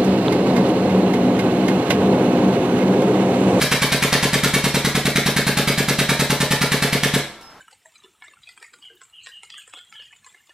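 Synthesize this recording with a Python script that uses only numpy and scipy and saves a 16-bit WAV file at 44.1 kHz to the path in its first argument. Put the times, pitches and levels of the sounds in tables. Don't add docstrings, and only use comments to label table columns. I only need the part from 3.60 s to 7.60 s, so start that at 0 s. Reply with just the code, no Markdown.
import sys
import numpy as np
from scipy import signal
from scipy.fft import rfft, irfft
from scipy.io import wavfile

SR = 44100
rng = np.random.default_rng(int(sys.argv[2]) if len(sys.argv) > 2 else 0)


def generate_wav(sig):
    pcm = np.round(np.clip(np.atleast_2d(sig).T, -1, 1) * 32767).astype(np.int16)
    wavfile.write(sys.argv[1], SR, pcm)


N = 176400
LEAD = SR // 4
T = np.arange(-LEAD, N) / SR
HZ = np.maximum(np.fft.rfftfreq(len(T), 1 / SR), 1)

STROKES = np.arange(-2, 35)
STROKE_ZERO_S, PERIOD_S, SLOWING_S_PER_STROKE = .0124, .10224, .000082

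# time in seconds, hiss gain in dB, thump gain in dB.
HISS_THUMP_LEVELS = [(0, 1.6, -1.8), (.45, 1.6, -.4), (.8, .9, 1), (1.4, -.4, .1), (2.1, 0, .1),
                     (2.7, .3, .1), (3.45, -.5, 0), (3.55, -.1, .8)]
# frequency in Hz, relative density in dB.
JET_SPECTRUM = [(150, -11), (400, -4.5), (750, -2.3), (1100, -.5), (1450, -2), (2000, -.5), (3000, -3.8),
                (4200, -3.6), (5500, -7.3), (7000, -10.5), (10000, -10), (13000, -11.5), (15500, -22)]
# frequency in Hz, width in Hz, gain in dB.
PORT_MODES = [(1660, 200, -4.5), (2230, 170, -3), (3800, 280, -6), (8550, 340, -8)]
# time in seconds, gain in dB.
GULP_GAIN = [(0, -1), (1.5, .3), (3.48, .3), (3.55, 2.5)]
# frequency in Hz, gain in dB, T60 in seconds, polarity.
FRAME_ROOM_MODES = [(29, 8, .4, 1), (68, 10.5, .6, 1), (105, -6, .12, -1), (141, 12, .26, 1),
                    (222, -3, .6, 1), (255, 9, .17, 1), (301, 5, .6, -1), (339, 8, .65, 1),
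                    (420, 4, .18, 1), (508, 2, .6, -1), (566, 7, .45, 1), (700, 7, .45, -1),
                    (879, 17, .4, 1)]
# delay in seconds, gain in dB.
WALL_ECHOES = [(.0045, -13), (.0107, -11.5), (.0358, -12), (.0455, -13.7)]
# frequency in Hz, T60 in seconds.
REVERB_DECAY = [(150, .55), (350, .65), (700, .6), (2000, .5), (5000, .52), (9000, .47), (14000, .36)]
# frequency in Hz, gain in dB.
REVERB_GAIN = [(150, -3), (500, .5), (1000, -.5), (2000, -.3), (4000, .9), (7000, -.7), (13000, -4.5)]
# frequency in Hz, left-right correlation.
REVERB_CORRELATION = [(250, 1), (700, 1), (1200, .985), (2000, .88), (3000, .72), (5000, .2), (7500, -.15),
                      (11000, -.55), (15000, -.55)]
# frequency in Hz, relative density in dB.
WORKSHOP_SPECTRUM = [(30, -2), (120, -3), (400, -2), (1100, -1), (2200, -10), (4500, -20), (9000, -30),
                     (15000, -36)]
# start in seconds, relative level in dB.
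STEEL_PINGS = [(3.808, -9), (3.824, 0), (3.868, -1)]


def from_db(db):
    return 10 ** (np.asarray(db) / 20)


def at_hz(table, hz):
    table_hz, values = np.transpose(table)
    return np.interp(np.log(hz), np.log(table_hz), values)


def noise(gain):
    x = irfft(rfft(rng.standard_normal(len(T))) * gain, len(T))
    return x / x.std()


def waver(corner_hz):
    return noise(1 / (1 + (HZ / corner_hz) ** 2))


def fade(age, t60_s):
    return (age >= 0) * np.exp(-np.log(1000) * np.maximum(age, 0) / t60_s)


def swell(age, rise_s, t60_s):
    return (1 - np.exp(-np.maximum(age, 0) / rise_s)) * fade(age, t60_s)


def resonate(x, hz, width_hz):
    r = np.exp(-np.pi * width_hz / SR)
    feedback = [1, -2 * r * np.cos(2 * np.pi * hz / SR), r * r]
    return signal.lfilter(np.array([1, 0, -1]) * (1 - r * r) / 2, feedback, x + 1e-18)


def stereo(mid, side, correlation):
    return np.sqrt((1 + correlation) / 2) * mid + np.sqrt((1 - correlation) / 2) * np.array([side, -side])


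def delayed(x, delay_s):
    hz = np.fft.rfftfreq(2 * len(T), 1 / SR)
    return irfft(rfft(x, 2 * len(T)) * np.exp(-2j * np.pi * hz * delay_s))[:len(T)]


def every_stroke(shape, scatter_db):
    starts_s = STROKE_ZERO_S + PERIOD_S * STROKES + SLOWING_S_PER_STROKE * STROKES ** 2 / 2
    gains = from_db(scatter_db * rng.standard_normal(len(STROKES)))
    kicks = np.zeros(len(T))
    kicks[np.round(starts_s * SR).astype(int) + LEAD] = gains
    return signal.fftconvolve(kicks, shape(T[:2 * LEAD]))[LEAD:LEAD + len(T)]


def valve_flow(age):
    early_s, attack_s, hold_s = .004, .0095, .012
    open_s = age + early_s
    opening = np.clip(open_s / attack_s, 0, 1)
    emptying = fade(np.maximum(open_s - attack_s - hold_s, 0), t60_s=.085)
    crack = from_db(-6) * fade(age - .0038, t60_s=.009)
    return opening * emptying + crack


def exhaust():
    low_cut_hz, spit_edge_hz = 100, 5500
    flutter = from_db(2.2 * waver(corner_hz=900))
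    flutter /= np.sqrt(np.mean(flutter ** 2))
    flow = every_stroke(valve_flow, scatter_db=.15)
    colour = from_db(at_hz(JET_SPECTRUM, HZ))
    jet = noise(colour * HZ ** 2 / (HZ ** 2 + low_cut_hz ** 2)) * flutter * flow
    port = sum(from_db(db + .5 * waver(corner_hz=25)) * resonate(jet, hz, width_hz)
               for hz, width_hz, db in PORT_MODES)
    spit = noise(colour / (1 + (spit_edge_hz / HZ) ** 4)) * flutter * np.minimum(flow, 1) ** 3
    return from_db(-18.6) * (jet + port) + from_db(-27) * spit


def thump(age, hz, rise_s, t60_s):
    return swell(age, rise_s, t60_s) * np.sin(2 * np.pi * hz * age)


def stroke_thumps(age):
    push = from_db(-5) * thump(age - .0007, hz=171, rise_s=.0036, t60_s=.032)
    draw = from_db(-8.4) * thump(age - .0257, hz=190, rise_s=.0028, t60_s=.0275)
    return push - draw


def gulp(age):
    delay_s, start_hz, end_hz, glide_s = .0244, 215, 784, .013
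    age = age - delay_s
    hz = (age > 0) * (end_hz + (start_hz - end_hz) * np.exp(-np.maximum(age, 0) / glide_s))
    return from_db(-17.5) * swell(age, rise_s=.0007, t60_s=.095) * np.sin(2 * np.pi * np.cumsum(hz) / SR)


def seat_knock(age):
    return -from_db(-20) * thump(age - .0317, hz=500, rise_s=.001, t60_s=.02)


def piston():
    thumps = every_stroke(stroke_thumps, scatter_db=.2)
    gulps = every_stroke(gulp, scatter_db=.6) * from_db(np.interp(T, *np.transpose(GULP_GAIN)))
    return thumps + gulps + every_stroke(seat_knock, scatter_db=1)


def boom(thumps):
    return sum(polarity * from_db(db) * resonate(thumps, hz, width_hz=np.log(1000) / np.pi / t60_s)
               for hz, db, t60_s, polarity in FRAME_ROOM_MODES)


def garage_reverb(x):
    age = np.arange(SR // 2) / SR
    edges_hz = np.geomspace(90, 17000, 16)
    white = rng.standard_normal((2, 2, len(age)))
    response = 0
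    for k, band in enumerate(zip(edges_hz, edges_hz[1:])):
        hz = np.sqrt(band[0] * band[1])
        tail = swell(age - .004, rise_s=.004, t60_s=at_hz(REVERB_DECAY, hz))
        tail *= from_db(at_hz(REVERB_GAIN, hz)) / np.linalg.norm(tail)
        mid, side = signal.sosfilt(signal.butter(2, band, "band", fs=SR, output="sos"), white[k % 2])
        response += tail * stereo(mid, side, at_hz(REVERB_CORRELATION, hz))
    return signal.fftconvolve(x[None], response, axes=1)[:, :len(T)]


def drifting_reverb(x, drift_hz=.4):
    turn = 2 * np.pi * drift_hz * T
    return garage_reverb(x * np.cos(turn)) + garage_reverb(x * np.sin(turn))


def workshop_hum():
    colour = from_db(at_hz(WORKSHOP_SPECTRUM, HZ))
    hum = sum(from_db(rms_db) * np.sqrt(2) * np.sin(2 * np.pi * hz * T)
              for hz, rms_db in [(942, -62), (1346, -56)])
    return from_db(-48) * stereo(noise(colour), noise(colour * HZ), correlation=.9) + hum


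def steel_ping(ring_hz=5281):
    tick_noise = noise(np.sqrt(from_db(at_hz(JET_SPECTRUM, HZ))))
    tick = from_db(-42) * swell(T - STEEL_PINGS[0][0], rise_s=.002, t60_s=.13) * tick_noise
    envelope = sum(from_db(db) * swell(T - start_s, rise_s=.008, t60_s=.13) for start_s, db in STEEL_PINGS)
    return tick + from_db(-40.5) * envelope * np.sin(2 * np.pi * ring_hz * T)


def rising_noise(start_s=3.89):
    band = resonate(rng.standard_normal(len(T)), hz=1000, width_hz=700)
    return from_db(-47.5) * swell(T - start_s, rise_s=.008, t60_s=1.5) * band / band.std()


def scene():
    times_s, hiss_db, thump_db = np.transpose(HISS_THUMP_LEVELS)
    bright = exhaust() * from_db(np.interp(T, times_s, hiss_db)) + steel_ping()
    thumps = piston() * from_db(np.interp(T, times_s, thump_db))
    bright_left = from_db(-.5) * delayed(bright, delay_s=.000029)
    near = np.array([bright_left, bright]) + thumps + boom(thumps)
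    echo_send = thumps + from_db(-2) * bright
    echoes = sum(from_db(db) * delayed(echo_send, delay_s) for delay_s, db in WALL_ECHOES)
    reverb = drifting_reverb(bright + from_db(-12) * thumps)
    return (near + echoes + reverb + rising_noise() + workshop_hum())[:, LEAD:]


def record(dry):
    low_cut_hz, ceiling, stopband_hz = 12, .95, 16200
    thinned = signal.sosfilt(signal.butter(1, low_cut_hz, "high", fs=SR, output="sos"), dry)
    rounded = ceiling * np.tanh(thinned / ceiling)
    return signal.sosfilt(signal.cheby2(14, 70, stopband_hz, fs=SR, output="sos"), rounded)


dry = scene()
out = record(dry)
generate_wav(out)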